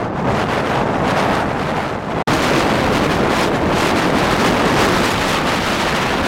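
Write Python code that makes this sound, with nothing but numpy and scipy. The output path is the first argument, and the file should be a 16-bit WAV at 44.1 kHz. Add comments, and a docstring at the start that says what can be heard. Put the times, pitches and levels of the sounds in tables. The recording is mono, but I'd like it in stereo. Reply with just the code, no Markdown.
"""Storm wind tears across the two microphone ports of a small camera on a shore, in three shots.
Eddies of filtered noise are swept past the ports at a varying wind speed; big slow swells add to them.
Each capsule overloads on its own, and the camera adds and subtracts the two clipped signals
into a stereo pair and cuts the bass. The sound drops out briefly at the first edit."""
import sys
import numpy as np
from scipy import signal
from scipy.fft import rfft, irfft, next_fast_len
from scipy.io import wavfile
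from scipy.ndimage import uniform_filter1d, map_coordinates

SR = 44100
rng = np.random.default_rng(int(sys.argv[2]) if len(sys.argv) > 2 else 0)


def undo_db(level):
    """Turn decibels back into plain size, where 20 dB means ten times bigger."""
    steps = np.asarray(level, float) / 20
    return 10 ** steps


def log_audio(samples):
    """Write samples as a 16-bit WAV file to the path given in sys.argv[1]."""
    # one column per channel
    frames = np.atleast_2d(samples).T
    # limit to full scale, then quantise
    limited = np.clip(frames, -1, 1)
    pcm = np.round(limited * 32767).astype(np.int16)
    wavfile.write(sys.argv[1], SR, pcm)


N = 276507  # length in samples

# wind speed at the ports, before chance wavering: start_s, speed_db (20 dB = ten times the speed)
WIND_SPEED = [(0, -2.5), (.12, -7.5), (.2, -3.5), (.24, -4), (.41, .5), (.47, -3), (.53, .3), (.64, -2),
              (.74, -0.32), (.86, -3.5), (1.0, -3), (1.08, -0.21), (1.39, -0.29), (1.46, -2.5), (1.69, .5),
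              (1.75, -1), (1.82, 0.88), (1.9, -2.5), (2.24, -2.5), (2.28, 1.77), (2.38, 4), (2.53, 1.59),
              (2.58, 3), (2.72, 0.56), (2.78, 2.02), (2.91, 0), (2.95, 4), (3.06, 0.33), (3.13, 2.5),
              (3.19, -0.54), (3.29, -1), (3.35, 2.5), (3.43, 3), (3.51, -1.13), (3.57, 0.35), (3.63, -3),
              (3.82, 3.5), (3.89, 3), (3.92, 1), (4.05, 2), (4.13, -1), (4.19, 3.5), (4.27, 1), (4.31, 2.5),
              (4.47, 4), (4.65, 0.82), (4.8, 3.5), (4.95, 3.1), (5.06, 5.5), (5.19, 3.5), (5.32, 5),
              (5.43, 2), (5.49, 3), (5.6, 3), (5.63, 4.5), (5.85, 3.5), (6.2, 1.6), (6.27, 1.64)]
# pressure spectrum of the eddies at 0 dB speed, relative: pitch_hz, level_db (per Hz)
EDDY_SPECTRUM = [(20, -6.5), (100, -1.5), (300, -5), (800, -10.5), (2000, -25.5), (5000, -46), (10000, -56),
                 (21000, -76)]
# pressure spectrum of the big slow eddies, relative: pitch_hz, level_db (per Hz)
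SWELL_SPECTRUM = [(20, 0), (80, -1), (250, -6), (600, -31.5), (2000, -67)]
# slow changes, before chance wavering: start_s, level_db, swell_db (share of the big eddies)
SLOW_LEVELS = [(0, -18, -11.5), (.1, -19.5, -24), (.23, -18.5, -11), (.31, -14, -9.5), (.42, -16, -8.5),
               (.85, -15, -17.5), (.98, -16.5, -10), (1.35, -15.5, -6), (1.5, -18, -7), (1.8, -18.5, -10),
               (2.0, -22.5, -12), (2.24, -18, -10), (2.28, -13, -3), (3.0, -14, -0.5), (3.6, -14.5, -3.5),
               (4.05, -14, -3.5), (4.55, -13, -2.5), (4.7, -14, -4.5), (4.86, -12.5, -1.5),
               (5.1, -14.5, -1.5), (5.4, -16, -5.5), (5.9, -16, -8.5), (6.27, -15.5, -5)]
# which port takes more wind, before each port's flutter: start_s, left_over_right_db
PORT_BALANCE = [(0, -6), (1.2, -5), (1.6, 1), (2.1, 6.5), (2.3, 0), (4.5, 0), (5.3, -3.5), (6.27, -1)]
# each shot: start_s, likeness (of the two ports, -1 to 1), overload_db
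SHOTS = [(0, -0.65, 4), (2.25, -0.3, 7), (5.129, -0.24, 6)]
# colour of the two ports added: pitch_hz, gain_db
SUM_COLOUR = [(12, -29), (25, -10.5), (80, -7), (200, 0), (500, 0), (1500, 1.5), (4000, 3), (9000, 4.5),
              (16000, 6.5)]
# colour of one port less the other: pitch_hz, gain_db
DIFFERENCE_COLOUR = [(12, -56), (60, -50), (200, -27.5), (500, -11.5), (1500, -4.5), (4000, 2.5),
                     (9000, 9.5), (16000, 12.5)]
# how the camera body shades the ports at each shot's angle to the wind: pitch_hz, gain_db
BODY_SHADE = [
    [(30, -5), (150, 0), (350, -2), (800, 2.5), (1300, 1.5), (2500, 0), (10000, -0.5)],
    [(30, -2), (150, -1), (300, 1), (900, 0.5), (2500, 0.5), (10000, 1.5)],
    [(30, 3), (150, -1), (500, -1), (1400, 1.5), (3000, 2.5), (10000, 1)],
]
# stereo width in each shot, as a gain on the side signal: pitch_hz, gain_db
STEREO_WIDTH = [
    [(60, 16), (130, 7), (300, 2), (800, -1.5), (4000, 1.5), (12000, -2.5)],
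    [(60, -10), (300, 1.5), (800, -5.5), (4000, -3), (12000, -4.5)],
    [(60, -8), (300, 1), (800, -1.5), (4000, -2), (12000, -1.5)],
]
# share of the sound that is blurred: pitch_hz, share_db
BLUR_SHARE = [(300, -25.5), (1500, -7), (6000, -4.5), (15000, -4.5)]
# dropout at the first edit: start_s, gain_db
EDIT_GAP = [(2.2249, 3), (2.2264, -22), (2.244, -82), (2.266, -83), (2.272, -21), (2.275, -0.5)]

# chance wavering: (depth dB, knots a second)
SPEED_WAVER, LEVEL_WAVER, SWELL_WAVER, PORT_FLUTTER = (0.6, 35), (0.39, 15), (2.5, 16), (0.99, 30)
PRESS_PER_SPEED = 0.2  # dB of pressure per dB of speed
LEVEL_PER_SPEED = -0.19  # dB per dB: slower air loses treble but its roar holds
TOP_HZ = 15880  # upper edge of the microphone pair's passband


def along(points, hz):
    """Reads (Hz, dB) points on a log frequency axis."""
    f, db = np.transpose(points)
    return np.interp(np.log(hz + 1), np.log(f + 1), db)


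def curves(rows):
    """One value per sample for each column after the time."""
    seconds, *columns = np.transpose(rows)
    return [np.interp(np.arange(N) / SR, seconds, column) for column in columns]


def wobble(depth_db, rate):
    """A smooth random curve through rate knots a second."""
    knots = rng.standard_normal(int(N * rate / SR) + 4)
    return depth_db * map_coordinates(knots, [np.arange(N) * rate / SR])


def shots():
    """Shot number and shot settings, one value per sample."""
    start, *settings = np.transpose(SHOTS)
    which = np.maximum(np.searchsorted(start, np.arange(N) / SR, side="right") - 1, 0)
    return [which] + [setting[which] for setting in settings]


def turbulence(points, size):
    """Two unrelated noises of joint rms 1 with the given spectrum."""
    m = next_fast_len(size)
    gain = undo_db(along(points, np.fft.rfftfreq(m, 1 / SR)))
    noise = irfft(rfft(rng.standard_normal((2, m))) * gain, m)
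    return noise / noise.std()


def swept_eddies(speed_db):
    """A frozen field of eddies is carried past, so faster wind sounds higher."""
    place = np.cumsum(undo_db(speed_db))
    fields = turbulence(EDDY_SPECTRUM, size=2 * N)
    return np.array([map_coordinates(field, [place], order=3, mode="wrap") for field in fields])


def slow_swells():
    """Big slow eddies press on the ports; their pitch does not follow the wind speed."""
    swell_db = curves(SLOW_LEVELS)[1] + wobble(*SWELL_WAVER)
    return undo_db(swell_db) * turbulence(SWELL_SPECTRUM, size=N)[:, :N]


def scene():
    """Wind pressure at the two ports, which share part of it, alike or opposed."""
    (port_balance_db,), (_, likeness, overload_db) = curves(PORT_BALANCE), shots()
    speed_db = curves(WIND_SPEED)[0] + wobble(*SPEED_WAVER)
    a, b = swept_eddies(speed_db) + slow_swells()
    turn = np.arccos(np.clip(likeness, -1, 1)) / 2  # mixing angle that gives this likeness
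    shared, opposed = np.cos(turn) * a, np.sin(turn) * b
    ports = np.array([shared + opposed, shared - opposed])
    # faster air also presses harder, and each port flutters on its own
    flutter_db = np.array([wobble(*PORT_FLUTTER), wobble(*PORT_FLUTTER)])
    balance_db = np.outer([0.5, -0.5], port_balance_db)
    return ports * undo_db(overload_db + balance_db + PRESS_PER_SPEED * speed_db + flutter_db)


def saturate(x, top, hard):
    """Soft clipping at +-top; a larger hard gives a sharper corner."""
    return x / (1 + np.abs(x / top) ** hard) ** (1 / hard)


def coloured(x, points):
    """A causal (minimum-phase) filter with the given gain, already running when x begins."""
    cepstrum = irfft(np.log(undo_db(along(points, np.fft.rfftfreq(8192, 1 / SR)))))
    cepstrum = cepstrum * np.r_[1, np.full(4095, 2), 1, np.zeros(4095)]  # fold to minimum phase
    impulse = irfft(np.exp(rfft(cepstrum)))
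    early = np.pad(x, (4096, 0), "reflect")
    return signal.fftconvolve(early, impulse)[4096:][:N]


def by_shot(x, colours):
    """Colours x with each shot's own filter."""
    return np.choose(shots()[0], [coloured(x, points) for points in colours])


def stereo_pair(left, right):
    """Sum and difference of the ports; the sum rests near zero when they clip in opposite ways,
    leaving short pulses."""
    mid = by_shot(coloured(left + right, SUM_COLOUR), BODY_SHADE)
    side = by_shot(coloured(left - right, DIFFERENCE_COLOUR), BODY_SHADE)
    side = by_shot(side, STEREO_WIDTH)
    return np.array([mid + side, mid - side])


def fuzz(x, share_db):
    """Noise with the short-time spectrum of x: it blurs the pulses and fills the rests between them."""
    z = signal.stft(x, nperseg=512, boundary="even")[2]
    power = uniform_filter1d(np.abs(z) ** 2, size=9, axis=1)  # smoothed along frequency
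    hz = np.linspace(0, SR / 2, z.shape[1])[:, None]
    share = np.clip(undo_db(along(share_db, hz)), 0, 1)
    noise = signal.stft(rng.standard_normal(x.shape), nperseg=512)[2]
    noise = noise / np.sqrt(np.mean(np.abs(noise) ** 2))
    blurred = np.sqrt(1 - share ** 2) * z + share * np.sqrt(np.abs(power)) * noise
    return signal.istft(blurred, nperseg=512)[1][:, :N]


def top_cut(x):
    """Nothing passes above the cut-off."""
    return signal.sosfilt(signal.butter(12, 16740, fs=SR, output="sos"), x)


def record(dry):
    """Each capsule saturates before the ports are combined, blurred, limited and cut at the edit."""
    level_db = curves(SLOW_LEVELS)[0] + LEVEL_PER_SPEED * curves(WIND_SPEED)[0] + wobble(*LEVEL_WAVER)
    left, right = saturate(dry, top=1.0, hard=3.73)
    pair = stereo_pair(left, right) * undo_db(level_db)
    pair = saturate(fuzz(pair, BLUR_SHARE), top=0.64, hard=6.0)  # the recorder's own ceiling
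    # steep treble cut, run both ways so it adds no delay
    treble_cut = signal.ellip(10, 0.2, 45, TOP_HZ, fs=SR, output="sos")
    pair = signal.sosfiltfilt(treble_cut, pair)
    edit_db = curves(EDIT_GAP)[0]
    return top_cut(pair * undo_db(edit_db))


dry = scene()
out = record(dry)
log_audio(out)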